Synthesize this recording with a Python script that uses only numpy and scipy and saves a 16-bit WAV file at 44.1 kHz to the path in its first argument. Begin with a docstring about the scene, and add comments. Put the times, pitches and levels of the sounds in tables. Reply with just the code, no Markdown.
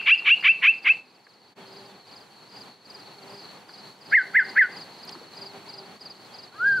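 """Songbird and crickets in shrubby hills

A close bird's syrinx gives five rasping upslurs, three arched whistles and one long whistle; bushes
and slopes scatter a short echo. Crickets scrape their wings, two near and a chorus farther off.
Behind: a distant bird, small ticks, a wash of air, a faint hum and a closing rumble. The whole scene
swells and sinks. A limiter holds the loud notes and ducks the background behind them."""
import sys
import numpy as np
from scipy import signal
from scipy.fft import rfft, irfft, next_fast_len
from scipy.io import wavfile
from scipy.ndimage import uniform_filter1d, minimum_filter1d, map_coordinates

SR = 44100
rng = np.random.default_rng(int(sys.argv[2]) if len(sys.argv) > 2 else 0)


def unload_audio(sound):
    """Save the sound as a 16-bit wav file, at the path given as the first command line argument."""
    columns = np.transpose(np.atleast_2d(sound))
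    # keep every value between -1 and 1, then stretch to whole-number steps
    steps = np.round(np.clip(columns, -1, 1) * 32767)
    wavfile.write(sys.argv[1], SR, steps.astype(np.int16))


N = 299880

# Each row: time from mid-note in seconds, pitch in Hz, level in dB, side partials in dB, roughness.
UPSLUR_SHAPE = [(-.06, 1683, -39.5, -6, 0.9), (-.047, 1720, -15, -1.5, 1.2), (-.039, 1602, -8, -1.5, 1.3),
                (-.022, 1663, 0.5, -1, 0.65), (-.01, 1978, -3, 3.5, 0.54), (0, 2310, -2, 4, 0.1),
                (.01, 2566, 2.5, -11.5, 0.13), (.02, 2661, 6, -34, 0.05), (.03, 2662, 2, -49, 0.1),
                (.039, 2760, 0.5, -42.5, 0.03), (.048, 2570, -27.5, -42.5, 0.1)]
# Each row: frequency in Hz, throat gain in dB.
THROAT_RESPONSE = [(700, -42), (1050, -15.5), (1400, -21), (1800, -11), (2050, -3.5), (2300, 2.5),
                   (2600, 2), (2800, -6.5), (3100, -12), (3600, -23.5), (4500, -40), (6500, -48.5),
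                   (7300, -58.5)]

def upslur(ratio, stretch, jitter=0.045):
    """The syrinx repeats only every third cycle, a rough stack of partials, then settles to a whistle."""
    hz, db, partials_db, rough = curves(UPSLUR_SHAPE, span(UPSLUR_SHAPE, stretch))
    n = len(hz)
    phase = cycle(ratio * hz * (1 + jitter * rough * wobble(231.3, n)))
    note = overtones(phase, ratio * hz) * (1 - rough) ** 4
    for multiple in np.arange(2, 14) / 3:
        level_db = along(THROAT_RESPONSE, multiple * hz) + (0 if multiple == 1 else partials_db)
        blur_rad = rough + max(multiple - 1.3, 0)  # high partials never come clean
        note += amp(level_db) * np.sin(multiple * phase + rasp(blur_rad, n, rate_hz=480))
    beak_cut = signal.butter(4, 1000, "high", fs=SR, output="sos")  # a small beak radiates no bass
    return signal.sosfilt(beak_cut, np.sqrt(2) * amp(db) * note)


# Each row: time from the top in seconds, pitch in Hz, level in dB, second voice in dB, roughness.
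ARCH_SHAPE = [(-.043, 1229, -43.5, 4.5, 0.8), (-.028, 1571, -11, -6, 0.26),
              (-.015, 1744, -2.5, -16.5, 0.25), (-.003, 2107, 8, -33.5, 0), (.003, 2072, 2, -60.5, 0.14),
              (.013, 1863, 3, -46, 0), (.026, 1610, 0.5, -18, .08), (.039, 1502, -9.5, -18, 0),
              (.054, 1487, -12, -18, 0.2), (.064, 1444, -34, -33.5, 0.2)]

def arch(ratio, stretch, second_ratio=1.31):
    """A whistle rises and falls; the other side of the syrinx adds a weak rough tone above it."""
    hz, db, second_db, rough = curves(ARCH_SHAPE, span(ARCH_SHAPE, stretch))
    n = len(hz)
    phase = cycle(ratio * hz)
    note = np.sin(phase + rasp(rough, n, rate_hz=550)) + overtones(phase, ratio * hz)
    note += amp(second_db) * np.sin(second_ratio * phase + rasp(1.1, n, rate_hz=520))
    return np.sqrt(2) * amp(db) * note


# Each row: frequency in Hz, overtone level in dB.
BEAK_RESPONSE = [(3100, -30.5), (4100, -52), (5500, -48), (7200, -67), (8300, -47), (9200, -71),
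                 (12000, -70.5)]

def overtones(phase, hz, flutter_rad=0.99):
    """Faint, unsteady harmonics, coloured by the resonances of the beak."""
    return sum(amp(along(BEAK_RESPONSE, k * hz))
               * np.sin(k * phase + rasp(flutter_rad, len(hz), rate_hz=860)) for k in range(2, 5))


def whistle(rows, octave_db=-39, waver=0.0028):
    """A slow clean glide with a faint octave."""
    hz, db = curves(rows, span(rows))
    phase = cycle(hz * (1 + waver * wobble(120, len(hz))))
    return np.sqrt(2) * amp(db) * (np.sin(phase) + amp(octave_db) * np.sin(2 * phase))


# Each row: centre in seconds, pitch ratio, length ratio, gain in dB.
UPSLUR_NOTES = [(-.09, 1.026, 1.08, -7.5), (0.11, 1.036, 0.99, -12), (0.305, 1.045, 1.1, -14.5),
                (0.483, 1.005, 0.96, -12.5), (0.672, 1.0, 1.04, -12.5), (.890, 0.99, 0.89, -16)]  # the first ends before time zero: only its echo sounds
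ARCH_NOTES = [(4.158, 1.016, 1.1, -12.5), (4.375, 1.0, .93, -12.5), (4.597, .985, 1.1, -13.5)]
# Each row: time in seconds, pitch in Hz, level in dB.
LEAD_IN_GLIDE = [(6.51, 1300, -60), (6.53, 1427, -52.5), (6.56, 1626, -52), (6.585, 1724, -58.5)]
LONG_GLIDE = [(6.545, 1140, -54), (6.577, 1239, -48.5), (6.611, 1400, -26.5), (6.667, 1623, -20.5),
              (6.699, 1627, -21), (6.731, 1562, -20), (6.765, 1566, -24), (6.789, 1465, -27),
              (6.8, 1443, -31.5)]

def bird():
    """Two phrases each repeat one gesture at varied pitch and length; a soft note leads to a long one."""
    song = np.zeros((2, N))
    for s, ratio, stretch, db in UPSLUR_NOTES:
        add(song, s + stretch * UPSLUR_SHAPE[0][0], amp(db) * hills(upslur(ratio, stretch), wet_db=-17))
    for s, ratio, stretch, db in ARCH_NOTES:
        add(song, s + stretch * ARCH_SHAPE[0][0], amp(db) * hills(arch(ratio, stretch), wet_db=-18.5))
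    for rows in (LEAD_IN_GLIDE, LONG_GLIDE):
        add(song, rows[0][0], hills(whistle(rows), wet_db=-18, bush_db=-22.5))
    return song


# Each row: time from the loudest point in seconds, pitch ratio, level in dB.
WING_STROKE = [(-.013, 1, -25), (-.007, 1.004, -6), (0, 1, 0), (.005, .975, -1), (.012, .915, -6.5),
               (.02, .865, -13), (.028, .82, -27)]

def chirp(hz, scrape_rad, period_s=0.0455, strokes=3, first_db=-2):
    """Cricket wing strokes, each a scratchy tone that falls as the closing wing slows."""
    ratio, db = curves(WING_STROKE, span(WING_STROKE))
    n = len(db)
    sound = np.zeros(int(strokes * period_s * SR) + n)
    for k in range(strokes):
        phase = cycle(hz * ratio * (1 + 0.005 * rng.normal())) + rasp(scrape_rad, n, rate_hz=390)
        stroke_db = db + first_db * (k == 0) + rng.normal()
        start = int(k * period_s * SR)
        sound[start:start + n] += amp(stroke_db) * np.sin(phase)
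    return np.sqrt(2) * sound


# Each entry: first stroke of a chirp in seconds.
NEAREST_CHIRPS_S = [0.096, .412, 0.743, 1.06, 1.40, 1.768, 2.121, 2.524, 2.86, 3.304, 3.693, 4.018, 4.407,
                    4.726, 5.037, 5.375, 5.696, 6.016, 6.347, 6.682]
# Each row: time in seconds, singing level in dB.
NEAREST_EFFORT = [(0, -42), (1.5, -56), (2.5, -44.5), (3.5, -49), (5, -42.5), (6.1, -39.5), (6.8, -47)]
NEIGHBOUR_EFFORT = [(.7, -51), (2.4, -51), (3.8, -51), (5, -56)]

def near_crickets(neighbour_start_s=0.03, neighbour_period_s=0.41, jitter_s=0.01):
    """One cricket chirps about three times a second; a slower neighbour drifts in and out of step."""
    track = np.zeros((2, N))
    nearest = [(s, curves(NEAREST_EFFORT, s)[0]) for s in NEAREST_CHIRPS_S]
    neighbour = [(s + jitter_s * rng.normal(), curves(NEIGHBOUR_EFFORT, s)[0])
                 for s in np.arange(neighbour_start_s, N / SR, neighbour_period_s)]
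    for s, db in nearest + neighbour:
        sound = hills(chirp(hz=4885, scrape_rad=0.23), wet_db=-20, bush_db=-17.5, bush_t60_s=0.062)
        add(track, s + WING_STROKE[0][0], amp(db) * sound)
    return track


def far_crickets(count=18, pitch_hz=4440, spread_hz=150, period_s=0.36, width=0.22, level_db=-53.5):
    """Many crickets, each at its own pitch, pace and place, blur into a steady trill."""
    chorus = np.zeros((2, N))
    for k, (detune, slowness, place) in enumerate(rng.standard_normal((count, 3))):
        voice = np.zeros(N)
        hz = pitch_hz + spread_hz * np.tanh(detune)
        for s in np.arange(-period_s * k / count, N / SR, period_s * np.exp(0.04 * slowness)):
            add(voice, s + 0.012 * rng.normal(), chirp(hz, scrape_rad=0.52))
        pan = 1 + width * np.tanh(place) * np.array([[1], [-1]])
        chorus += pan * hills(voice, wet_db=-11)[:, :N]
    return amp(level_db) * unit(chorus)


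# Each row: start in seconds, starting pitch in Hz, level in dB.
FAR_CALLS = [(1.59, 3510, -59), (1.87, 3760, -62), (6.269, 3540, -63)]

def far_bird(length_s=0.075, fall=0.13):
    """Short downward glides from far up the slope."""
    track = np.zeros((2, N))
    progress = np.linspace(0, 1, int(length_s * SR))
    for s, hz, db in FAR_CALLS:
        call = np.sin(np.pi * progress) * np.sin(cycle(hz * (1 - fall * progress)))
        add(track, s, amp(db) * hills(np.sqrt(2) * call, wet_db=-5))
    return track


# Each row: start in seconds, peak level in dB, band centre in Hz, 60 dB decay time in seconds.
TICKS = [(.014, -31.5, 1360, 0.033), (.222, -36.5, 1160, 0.012), (.427, -30, 1492, 0.018),
         (1.268, -31, 1503, 0.026), (3.694, -35.5, 1470, 0.021), (5.052, -40, 13100, .004),
         (5.077, -41, 4440, .004), (5.093, -31, 4100, 0.012), (5.114, -43, 10020, 0.0045),
         (5.151, -36.5, 1110, 0.068), (5.159, -42.5, 280, .1), (5.215, -39.5, 447, .12)]

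def ticks(width_octaves=0.45):
    """Dry ticks and soft scuffs: fast-dying noise bursts, each through one broad band."""
    track = np.zeros(N)
    t = np.arange(-SR // 100, SR // 10) / SR
    hz = np.fft.rfftfreq(len(t), 1 / SR) + 1
    for s, db, centre_hz, t60_s in TICKS:
        burst = rng.standard_normal(len(t)) * amp(-60 * np.abs(t) / t60_s) * (t >= 0)
        band = np.exp(-0.5 * (np.log2(hz / centre_hz) / width_octaves) ** 2)
        tick = irfft(rfft(burst) * band, len(t))
        add(track, s + t[0], amp(db) * tick / np.abs(tick).max())
    return track


# Each row: frequency in Hz, relative density in dB.
WASH_SPECTRUM = [(30, -65.5), (50, -48), (65, -34), (110, -9.5), (195, -4.5), (320, -7), (410, -5),
                 (600, -9.5), (820, -4.5), (1300, -11.5), (2000, -14), (3600, -17.5), (4700, -38),
                 (8000, -96.5)]
HISS_SPECTRUM = [(1500, -5), (3000, 1.5), (5500, 5), (7000, 2), (10000, -1.5), (15500, -9)]

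def air(wash_db=-49.5, hiss_db=-60, drift_db=1.03):
    """Distant air: a low, wavering wash and a fine hiss."""
    wash = amp(wash_db + drift_db * wobble(18, N)) * rush(WASH_SPECTRUM)
    return wash + amp(hiss_db) * rush(HISS_SPECTRUM)


# Each row: start in seconds, length in seconds, level in dB.
HUM_SWELLS = [(1.543, 0.43, -58), (3.18, 0.23, -59), (4.244, 0.51, -60), (5.396, 0.23, -56),
              (5.753, 0.1, -51.5)]
# Each row: frequency in Hz, relative level in dB.
HUM_TONES = [(196, -10), (392, 0), (590, -8), (800, -5)]

def hum(waver=0.016, flutter_db=1.5, fade_s=0.055, rest_db=-68.5, murmur_db=-2):
    """Faint far tones, wavering in pitch and level, come and go with a low murmur of air."""
    t = np.arange(N) / SR
    swells = sum(amp(db) * np.clip(np.minimum(t - s, s + length_s - t) / fade_s + 0.5, 0, 1)
                 for s, length_s, db in HUM_SWELLS)
    tones = sum(amp(db + flutter_db * wobble(20, N)) * np.sin(cycle(hz * (1 + waver * wobble(30, N))))
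                for hz, db in HUM_TONES)
    return (amp(rest_db) + swells) * (np.sqrt(2) * tones + amp(murmur_db) * rush(WASH_SPECTRUM))


# Each row: time in seconds, level in dB.
RUMBLE_FADE_IN = [(6.45, -84.5), (6.6, -60), (6.72, -48.5), (6.8, -49)]
# Each row: frequency in Hz, relative density in dB.
RUMBLE_SPECTRUM = [(35, -57), (55, -39), (75, -15.5), (110, -0.5), (180, -1.5), (300, -10), (450, -4),
                   (700, -42.5)]

def closing_rumble(hiss_db=-15):
    """A low rumble and a faint hiss fade in at the end."""
    db = curves(RUMBLE_FADE_IN, np.arange(N) / SR)[0]
    return amp(db) * (rush(RUMBLE_SPECTRUM) + amp(hiss_db) * rush(HISS_SPECTRUM))


# Each row: frequency in Hz, left-right correlation.
STEREO_LIKENESS = [(60, 0.8), (1000, 0.85), (3500, 0.26), (5500, 0.25), (8000, .1), (15000, .03)]

def rush(spectrum):
    """Stereo noise of rms 1, alike in the bass and unrelated in the treble."""
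    def mid_side_gains(hz):
        angle = np.arccos(np.clip(along(STEREO_LIKENESS, hz), -1, 1)) / 2
        return amp(along(spectrum, hz)) * [np.cos(angle), np.sin(angle)]
    mid, side = filtered(rng.standard_normal((2, N)), mid_side_gains)
    return unit(np.array([mid + side, mid - side]))


# Each row: frequency in Hz, 60 dB decay time in seconds.
SLOPE_DECAY = [(1000, 0.25), (2000, 0.23), (2700, 0.32), (8000, 0.29)]

def hills(sound, wet_db, bush_db=-18, bush_t60_s=0.12, rise_s=0.0037, width=0.12,
          linger_db=-25, linger_t60_s=1.1):
    """A sound in stereo, with quick scatter from near bushes and a longer tail from the slopes."""
    hz, t, noise = signal.stft(rng.standard_normal((2, SR // 2)), SR, nperseg=256)
    fade = amp(-60 * t / along(SLOPE_DECAY, hz)[:, None]) + amp(linger_db - 60 * t / linger_t60_s)
    mid, side = signal.istft(noise * fade, SR, nperseg=256)[1]
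    t = np.arange(len(mid)) / SR
    slopes = (mid + width * np.array([side, -side])) * (1 - np.exp(-t / rise_s))
    bushes = rng.standard_normal(len(t)) * amp(-60 * t / bush_t60_s)
    echo = amp(wet_db) * slopes / np.linalg.norm(slopes[0])
    echo += amp(bush_db) * bushes / np.linalg.norm(bushes)
    response = np.pad(echo, ((0, 0), (SR // 100, 0)))
    response[:, 0] = 1  # direct path, 10 ms ahead of the echo
    return signal.fftconvolve(sound[None], response, axes=1)


# Each row: time in seconds, gain in dB.
OVERALL_GAIN = [(0, 0), (.97, -0.5), (1.03, -10), (1.56, -9.5), (1.585, -0.5), (1.9, -0.5), (1.95, -3.5),
                (2.15, -1), (2.4, -5), (2.6, 0.5), (3.05, -1.5), (3.35, 2.5), (3.6, -.5), (4.3, 3),
                (4.8, 3.5), (5.85, 0), (6.2, -0.5), (6.8, 2.5)]
# Each row: centre in seconds, depth in dB, half width in seconds.
GAIN_DIPS = [(.81, 6, 0.024), (1.547, 15.5, .012), (2.041, 4, 0.035), (2.79, 8.5, 0.079),
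             (3.662, 3.5, 0.022), (3.99, 6, 0.063), (4.929, 3.5, 0.081), (5.291, 4, 0.027),
             (5.99, 5.5, 0.016), (6.51, 7, 0.035)]

def swell(flutter_db=1.0):
    """Everything swells and sinks together, with brief dips."""
    t = np.arange(N) / SR
    dips_db = sum(db * np.exp(-((t - s) / half_s) ** 2) for s, db, half_s in GAIN_DIPS)
    return amp(curves(OVERALL_GAIN, t)[0] - dips_db + flutter_db * wobble(16, N))


def amp(db):
    """Decibels to gain."""
    return 10 ** (np.asarray(db) / 20)


def unit(x):
    """Scaled to rms 1."""
    return x / np.sqrt(np.mean(x ** 2) + 1e-20)


def along(points, hz):
    """(Hz, value) points, read on a log axis."""
    knots_hz, values = np.transpose(points)
    return np.interp(np.log(hz + 1), np.log(knots_hz), values)


def curves(rows, t):
    """Each column after the time, read at times t."""
    s, *columns = np.transpose(rows)
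    return [np.interp(t, s, column) for column in columns]


def span(rows, stretch=1):
    """Sample times from the first row to the last, played stretch times as slowly."""
    return np.arange(rows[0][0], rows[-1][0], 1 / (SR * stretch))


def wobble(rate_hz, n):
    """A smooth random curve, rate_hz knots a second."""
    knots = rng.standard_normal(int(n * rate_hz / SR) + 4)
    return map_coordinates(knots, [np.arange(n) * rate_hz / SR])


def rasp(depth_rad, n, rate_hz):
    """Random phase of an irregular vibration."""
    return depth_rad * wobble(rate_hz, n)


def cycle(hz):
    """Running phase of a moving pitch."""
    return 2 * np.pi * np.cumsum(hz) / SR


def add(track, s, sound):
    """Mix a sound in from time s, cut to the track."""
    start = round(s * SR)
    lo, hi = max(start, 0), min(start + sound.shape[-1], N)
    if hi > lo:
        track[..., lo:hi] += sound[..., lo - start:hi - start]


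def filtered(x, response):
    """x through a gain that is a function of Hz."""
    size = next_fast_len(N + SR // 4)
    return irfft(rfft(x, size) * response(np.fft.rfftfreq(size, 1 / SR)), size)[..., :N]


def scene():
    """The bird and the near crickets are straight ahead; chorus and air lie all around."""
    return swell() * (bird() + near_crickets() + far_crickets() + far_bird()
                      + ticks() + air() + hum() + closing_rumble())


def record(dry, ceiling=0.4, hold_s=0.008, release_db_per_s=90, top_hz=15720):
    """A limiter holds the loudest notes and ducks the background as it recovers; a low-pass follows."""
    hold = int(hold_s * SR)
    peak = np.abs(dry).max(0) + 1e-9
    need_db = 20 * np.log10(np.minimum(1, ceiling / peak))
    recovery_db = release_db_per_s * np.arange(N) / SR
    gain_db = np.minimum.accumulate(minimum_filter1d(need_db, hold) - recovery_db) + recovery_db
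    limited = dry * amp(uniform_filter1d(gain_db, hold))
    return filtered(limited, lambda hz: hz < top_hz)


dry = scene()
out = record(dry)
unload_audio(out)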